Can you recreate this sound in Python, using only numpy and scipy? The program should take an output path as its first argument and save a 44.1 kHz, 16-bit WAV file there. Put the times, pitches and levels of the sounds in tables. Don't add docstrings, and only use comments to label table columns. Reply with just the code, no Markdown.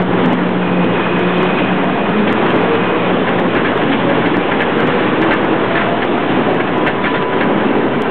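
import sys
import numpy as np
from scipy import signal
from scipy.fft import rfft, irfft
from scipy.io import wavfile
from scipy.ndimage import uniform_filter1d

SR = 44100
rng = np.random.default_rng(int(sys.argv[2]) if len(sys.argv) > 2 else 0)


def file_out(sig):
    cols = np.atleast_2d(sig).T
    lim = np.clip(cols, -1, 1)
    pcm = np.round(lim * 32767).astype(np.int16)
    wavfile.write(sys.argv[1], SR, pcm)


def ratio(d):
    e = np.asarray(d, float) / 20
    return 10 ** e


N = 357342
CEILING = .712


def evened(x):
    return x / np.sqrt(np.mean(x ** 2) + 1e-20)


def read(points, hz):
    f, value = np.transpose(points)
    return np.interp(np.log(hz + 1), np.log(f + 1), value, left=-100, right=-100)


def columns(rows):
    s, *values = np.transpose(rows)
    t = np.arange(N) / SR
    fade_s = .02
    gate = np.clip(np.minimum(t - s[0] + fade_s, s[-1] + fade_s - t) / fade_s, 0, 1)
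    return gate, [np.interp(t, s, v) for v in values]


def drift(hz):
    z = rfft(rng.standard_normal(N))
    return evened(irfft(z / (1 + (np.fft.rfftfreq(N, 1 / SR) / hz) ** 2), N))


def noise(spectrum, patchy_db, flicker_db):
    frames, hz = N // 256 + 5, np.fft.rfftfreq(1024, 1 / SR)
    a, b, patches = rng.standard_normal((frames, 513, 3)).T
    patches = uniform_filter1d(patches, size=6, axis=0)
    patches = evened(uniform_filter1d(patches, size=14, axis=1))
    flicker = evened(uniform_filter1d(rng.standard_normal(frames), size=5))
    gain_db = read(spectrum, hz)[:, None] + patchy_db * patches + flicker_db * flicker
    z = (a + 1j * b) * ratio(gain_db)
    return evened(signal.istft(z, nperseg=1024, noverlap=768)[1][:N])


def tone(hz, db, waver_hz, flutter_db):
    turns = np.cumsum(hz + waver_hz * drift(12.13)) / SR
    level = np.sqrt(2) * ratio(db + flutter_db * drift(8))
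    return level * np.sin(2 * np.pi * (turns + rng.random()))


def gated_tone(start_s, length_s, hz, glide_hz_per_s, peak_db, sink_db):
    t, switch_s = np.arange(N) / SR, 0.032
    gate = np.clip(np.minimum(t - start_s, start_s + length_s - t) / switch_s, 0, 1)
    arch_db = peak_db + sink_db * (2 * (t - start_s) / length_s - 1) ** 2 * (gate > 0)
    return gate * tone(hz + glide_hz_per_s * (t - start_s), arch_db, waver_hz=2.6, flutter_db=2.4)


def soft_limit(x, limit, order):
    return x / (1 + (x / limit) ** order) ** (1 / order)


def running():
    # (time [s], loudness [dB], upper layers over lower [dB])
    passing = [(0, -13.5, -2.5), (.3, -11.5, -1), (.55, -15.5, -1), (1.3, -13.5, 1.6), (1.72, -13.5, .5),
               (2.15, -14, 0.7), (2.55, -10.5, 0), (3.05, -13.5, .5), (3.9, -13, -0.2), (4.5, -13.5, 0.3),
               (5.3, -12, -0.4), (5.85, -13.5, 1), (6.1, -14.5, 0), (6.5, -12.5, -.5), (6.7, -15, -1.5),
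               (7.25, -14.5, 0.5), (7.5, -11.5, -2.5), (8.1, -15.5, -0.9)]
    # (frequency [Hz], density [dB per Hz])
    rumble_spectrum = [(15, -58), (25, -28), (33, -47.5), (48, -51.5), (116, -13.5), (146, -3), (167, -1.5),
                       (264, 2.5), (313, -1), (450, -4.5), (580, -35.5), (990, -120)]
    roar_spectrum = [(200, -24.5), (280, -5), (400, -1.5), (600, -5), (850, -7.5), (1200, -32)]
    rush_spectrum = [(700, -19.5), (950, 1.5), (1300, -2.5), (1700, -4), (2100, -7.5), (2800, -38.5)]
    hiss_spectrum = [(1700, -33), (2250, 0), (2900, -1.5), (3500, -6.5), (3900, -17.5), (4250, -32.5),
                     (4600, -44.5), (4800, -81)]
    # (level re loudness [dB], share of brightness [1])
    layers = [(-4, -.6), (-3.5, -.1), (-7, .6), (-14.5, 1.1)]
    # (middle [s], length [s], upper layers [dB], lower layers [dB])
    openings = [(0.058, 0.059, -4, -5), (0.365, 0.05, -3.5, -8), (1.0, .15, 1.5, 1), (1.485, 0.15, 0, -1),
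                (1.997, 0.29, -1, 0.5), (4.195, 0.22, 1.5, 2), (4.9, 0.42, 2.5, 0),
                (5.131, 0.067, -0.5, -2), (6.398, .2, 1, 2), (6.728, 0.077, 0.5, 1.5),
                (7.263, .06, -4.5, -3), (7.88, 0.13, -1.5, 0)]
    _, (loud_db, bright_db) = columns(passing)
    t = np.arange(N) / SR
    upper_db, lower_db = sum(np.outer(dbs, np.exp(-(2 * (t - s) / length_s) ** 2))
                             for s, length_s, *dbs in openings)
    rumble_db, roar_db, rush_db, hiss_db = (
        loud_db + db + share * bright_db + open_db
        for (db, share), open_db in zip(layers, (lower_db, lower_db, upper_db, upper_db)))
    rumble = ratio(rumble_db) * noise(rumble_spectrum, patchy_db=1.1, flicker_db=0.2)
    roar = ratio(roar_db) * noise(roar_spectrum, patchy_db=0.95, flicker_db=1.02)
    rush = ratio(rush_db) * noise(rush_spectrum, patchy_db=-0.14, flicker_db=0.98)
    hiss = ratio(hiss_db) * noise(hiss_spectrum, patchy_db=1.17, flicker_db=0.9)
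    return rumble + roar + rush + hiss


def city_air():
    # (frequency [Hz], density [dB per Hz])
    air_spectrum = [(3000, -20), (3600, 0), (4000, 1), (4300, -6), (4700, -49)]
    return ratio(-55.5) * noise(air_spectrum, patchy_db=1.0, flicker_db=-0.2)


def hum():
    # (middle [s], length [s], peak [dB])
    bogies = [
        (.05, .7, -24),
        (.68, .5, -21),
        (1.3, .42, -19),
        (1.78, .22, -23),
        (2.75, .4, -30),
        (3.35, .6, -28),
        (4.45, .4, -27),
    ]
    t, mains_hz = np.arange(N) / SR, 60
    second = tone(2 * mains_hz, -32.5 - 0.3 * t, waver_hz=3.2, flutter_db=2.3)
    swell = ratio(-25 - 2.5 * t)
    for s, length_s, db in bogies:
        swell = swell + ratio(db) * np.exp(-(2 * (t - s) / length_s) ** 4)
    return second + swell * tone(3 * mains_hz, 0, waver_hz=1.8, flutter_db=2)


def gear_swells():
    # (start [s], length [s], frequency [Hz], glide [Hz per s], peak [dB])
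    swells = [
        (.7, .45, 508, 35, -24),
        (1.75, .4, 680, 65, -25.5),
        (3.2, .35, 790, 40, -27),
        (4.3, 1.1, 459, 32, -21.5),
        (4.2, .6, 794, 30, -27),
        (4.8, .75, 828, 55, -32),
        (7.4, .5, 207, 22, -18.5),
        (7.05, .3, 448, 20, -24),
        (.15, .35, 250, 10, -21),
    ]
    return sum(gated_tone(*swell, sink_db=-14) for swell in swells)


def clanks():
    # (time [s], peak [dB], length [s], brightness [dB per octave])
    knocks = [(0.238, -9, 0.017, -4), (1.582, -9, 0.03, 13), (2.2707, -9, 0.047, 17.5),
              (2.677, -13, 0.024, 5), (3.266, -7, 0.035, -1), (3.3827, -8.5, 0.017, 1),
              (3.5494, -5, 0.038, -2), (3.6456, -6, 0.06, 0.5), (3.813, -8.5, 0.026, 3),
              (3.913, -6.5, 0.038, 15), (4.0823, -10.5, 0.046, 1.5), (4.248, -8, 0.037, 4.5),
              (4.339, -6, 0.021, -9), (4.511, -3.5, 0.016, -6), (4.602, -5, 0.03, 13),
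              (4.79, -10.5, 0.014, 2.5), (4.872, -11.5, 0.036, 2), (5.2225, -3.5, 0.011, -1),
              (5.3056, -1, 0.043, -5), (5.75, -3.5, 0.065, 3), (5.8014, -9, 0.039, -2.5),
              (5.858, -13.5, 0.021, 11.5), (6.017, -5, 0.025, 8), (6.5964, -5.5, 0.019, -12.5),
              (6.67, -10.5, 0.026, 5), (6.8626, -2.5, 0.033, 3), (7.0385, -3.5, 0.047, -4),
              (7.139, -7.5, 0.041, -10), (7.4043, -3.5, 0.035, 0.5), (7.5984, -9.5, 0.027, -5)]
    # (frequency [Hz], width [Hz], level [dB])
    rail = [(1090, 100, -7), (1426, 82, -4), (1590, 63, 0.5), (1745, 45, 4), (1925, 250, 3.5),
            (2150, 290, -2), (2300, 160, -11), (2630, 65, -5), (3070, 310, -10)]
    out, t = np.zeros(N + SR), np.arange(SR // 4) / SR
    shifts = rng.uniform(-1, 1, (len(knocks), len(rail)))
    dull = signal.butter(8, 3400, fs=SR, output="sos")
    for (s, db, length_s, tilt_db), shift in zip(knocks, shifts):
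        length_s = np.clip(length_s, .008, .1)
        blow, rattle = np.exp(-(t / length_s) ** 4), .45 * np.exp(-t / .08)
        scrape = rng.standard_normal(len(t)) * np.minimum(t / .0025, 1) * (blow + rattle)
        ring = 0
        for (hz, width_hz, mode_db), d in zip(rail, shift):
            r = np.exp(-np.pi * width_hz / SR)
            turn = 2 * np.pi * hz * (1 + .018 * d) / SR
            mode = signal.lfilter([np.sin(turn) * np.sqrt(1 - r)], [1, -2 * r * np.cos(turn), r * r], scrape)
            ring = ring + ratio(mode_db + tilt_db * np.log2(hz / 1745)) * mode
        ring = signal.sosfilt(dull, ring)
        rms = ring[:round(length_s * SR)].std()
        out[round(s * SR):][:len(t)] += ratio(db - 11.5) * ring / rms
    return out[:N]


def motor():
    # (time [s], first order [Hz])
    speed = [(.6, 160), (1.3, 180), (2.3, 211), (3.4, 256), (4.4, 292), (5.15, 318), (6.05, 346),
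             (6.55, 372), (8.1, 402)]
    # (frequency [Hz], width [Hz], level [dB])
    beam = [(159, 2.7, -27.5), (194.2, 7, -23.5), (208.3, 9, -20), (248, 14, -22.5), (275.6, 13, -24.5),
            (288.5, 4.6, -21), (319.8, 10, -18.5), (331.9, 7, -22), (347.2, 7, -27), (367.9, 11, -22),
            (386, 3.4, -24.5), (389, 3.3, -23.5), (400, 4.3, -23.5)]
    # (frequency [Hz], width [Hz], level [dB])
    panels = [(354, 16, -23), (369, 10, -21), (421, 14, -21), (456, 12, -21), (478, 12, -17),
              (512, 14, -25), (562, 8, -21), (674, 20, -26), (715, 20, -29), (742, 16, -30)]
    gate, (first_hz,) = columns(speed)
    first_hz = uniform_filter1d(first_hz, size=SR // 4)
    out = 0
    for order, modes in ((1, beam), (2, panels)):
        hz = order * first_hz
        gain = ratio(-41.5)
        for mode_hz, width_hz, db in modes:
            gain = gain + ratio(db) * np.exp(-2 * ((hz - mode_hz) / width_hz) ** 2)
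        out = out + gain * tone(hz, 0, waver_hz=4.5, flutter_db=3)
    return gate * out


def converter_whines():
    # (start [s], length [s], frequency [Hz], glide [Hz per s], level [dB])
    high = [
        (.6, 1.15, 2494, -5, -33.5),
        (1.75, .68, 2486, 5, -37),
        (2.55, .55, 2493, -5, -34),
    ]
    plain = [
        (6.74, .86, 996, 0, -24),
        (7.67, .17, 998, 0, -25),
        (7.84, .3, 1005, 30, -35),
        (7.6, .55, 1546, 0, -35),
        (7.6, .55, 2645, 200, -44),
        (.72, 1.05, 2540, -8, -36.5),
    ]
    # (offset [Hz], level [dB])
    flanks = [(-37.5, -5), (21, -5)]
    out = sum(gated_tone(*whine, sink_db=0) for whine in plain)
    for s, length_s, hz, glide, db in high:
        for offset_hz, rel_db in [(0, 0), *flanks]:
            out = out + gated_tone(s, length_s, hz + offset_hz, glide, db + rel_db, sink_db=0)
    return out


def squeaks():
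    # (time [s], frequency [Hz], length [s], rms [dB])
    chirps = [
        (7.022, 3494, 0.031, -32.5),
        (7.137, 3540, 0.035, -32),
    ]
    out = np.zeros(N)
    for s, hz, length_s, db in chirps:
        t = np.arange(round(length_s * SR)) / SR
        sine = np.sqrt(2) * ratio(db) * np.sin(2 * np.pi * hz * t)
        out[round(s * SR):][:len(t)] += sine * signal.windows.tukey(len(t), .4)
    return out


def scene():
    train = running() + hum() + gear_swells() + clanks() + motor() + converter_whines() + squeaks()
    return (train + city_air())[None]


def gain_control(x):
    peak_db = 20 * np.log10(abs(x) + 1e-9)
    rise_db = np.arange(N) * 12.0 / SR
    held_db = np.maximum.accumulate(peak_db + rise_db) - rise_db
    over_db = np.maximum(held_db + 7.0, 0)
    return x / ratio(0.3 * uniform_filter1d(over_db, size=60, origin=29))


def overshoot(x):
    # (time [s], crackle [dB])
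    overloads = [(0.0213, -36.5), (0.2616, -33.5), (0.3333, -35), (1.1945, -38), (1.3833, -43),
                 (1.4316, -38), (1.8429, -42), (2.3286, -36.5), (2.5062, -40.5), (2.5612, -40.5),
                 (2.6155, -36), (3.2885, -45.5), (3.3959, -37.5), (3.548, -33), (3.778, -39.5),
                 (4.2725, -39.5), (4.371, -39.5), (4.6193, -37.5), (4.7785, -42), (4.805, -36.5),
                 (4.8737, -35.5), (5.216, -30.5), (5.2378, -41), (5.3348, -35), (5.448, -37.5),
                 (5.89, -46.5), (6.0472, -34), (6.545, -40), (6.7802, -33), (6.8746, -35)]
    grazes = [.4887, .8452, 1.3075, 3.717, 4.0984, 4.4934, 4.5251, 4.5994, 4.8339, 5.0764, 5.3188, 5.8192,
              6.1799, 6.325, 6.4697, 7.227, 7.432, 7.7508]
    out, t = x.copy(), np.arange(-300, 301)
    narrow, wide = np.exp(-.5 * (t / 24) ** 2), np.exp(-.5 * (t / 80) ** 2)
    for s, db in list(overloads) + [(s, -48.5) for s in grazes]:
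        first = round(s * SR)
        crest = first + np.argmax(abs(out[first - 50:first + 150])) - 50
        extra = out[crest + t] * narrow
        extra = extra - wide * extra.sum() / wide.sum()
        missing = max(CEILING + ratio(db + 10.0) - abs(out[crest]), 0)
        out[crest + t] += extra * missing / abs(extra[len(t) // 2])
    return out


def glitch():
    # (time [s], level [dB])
    tick = (8.021, -16.5)
    return ratio(tick[1]) * np.exp(-.5 * (np.arange(N) - round(tick[0] * SR)) ** 2.)


def top_cut(x):
    return signal.sosfilt(signal.butter(12, 15870, fs=SR, output="sos"), x)


def record(dry):
    rounded = soft_limit(gain_control(dry[0]) - .038, .64, 8)
    lowpass = signal.firwin(301, 4350, window=("kaiser", 11), fs=SR)
    narrow = signal.oaconvolve(rounded, lowpass, "same")
    narrow = soft_limit(narrow, 1.05, 8)
    fade_in = np.minimum(np.arange(N) / 30, 1)
    loud = (overshoot(narrow) + glitch()) * fade_in
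    clipped = soft_limit(loud, CEILING, 120)
    return top_cut(clipped[None])


dry = scene()
out = record(dry)
file_out(out)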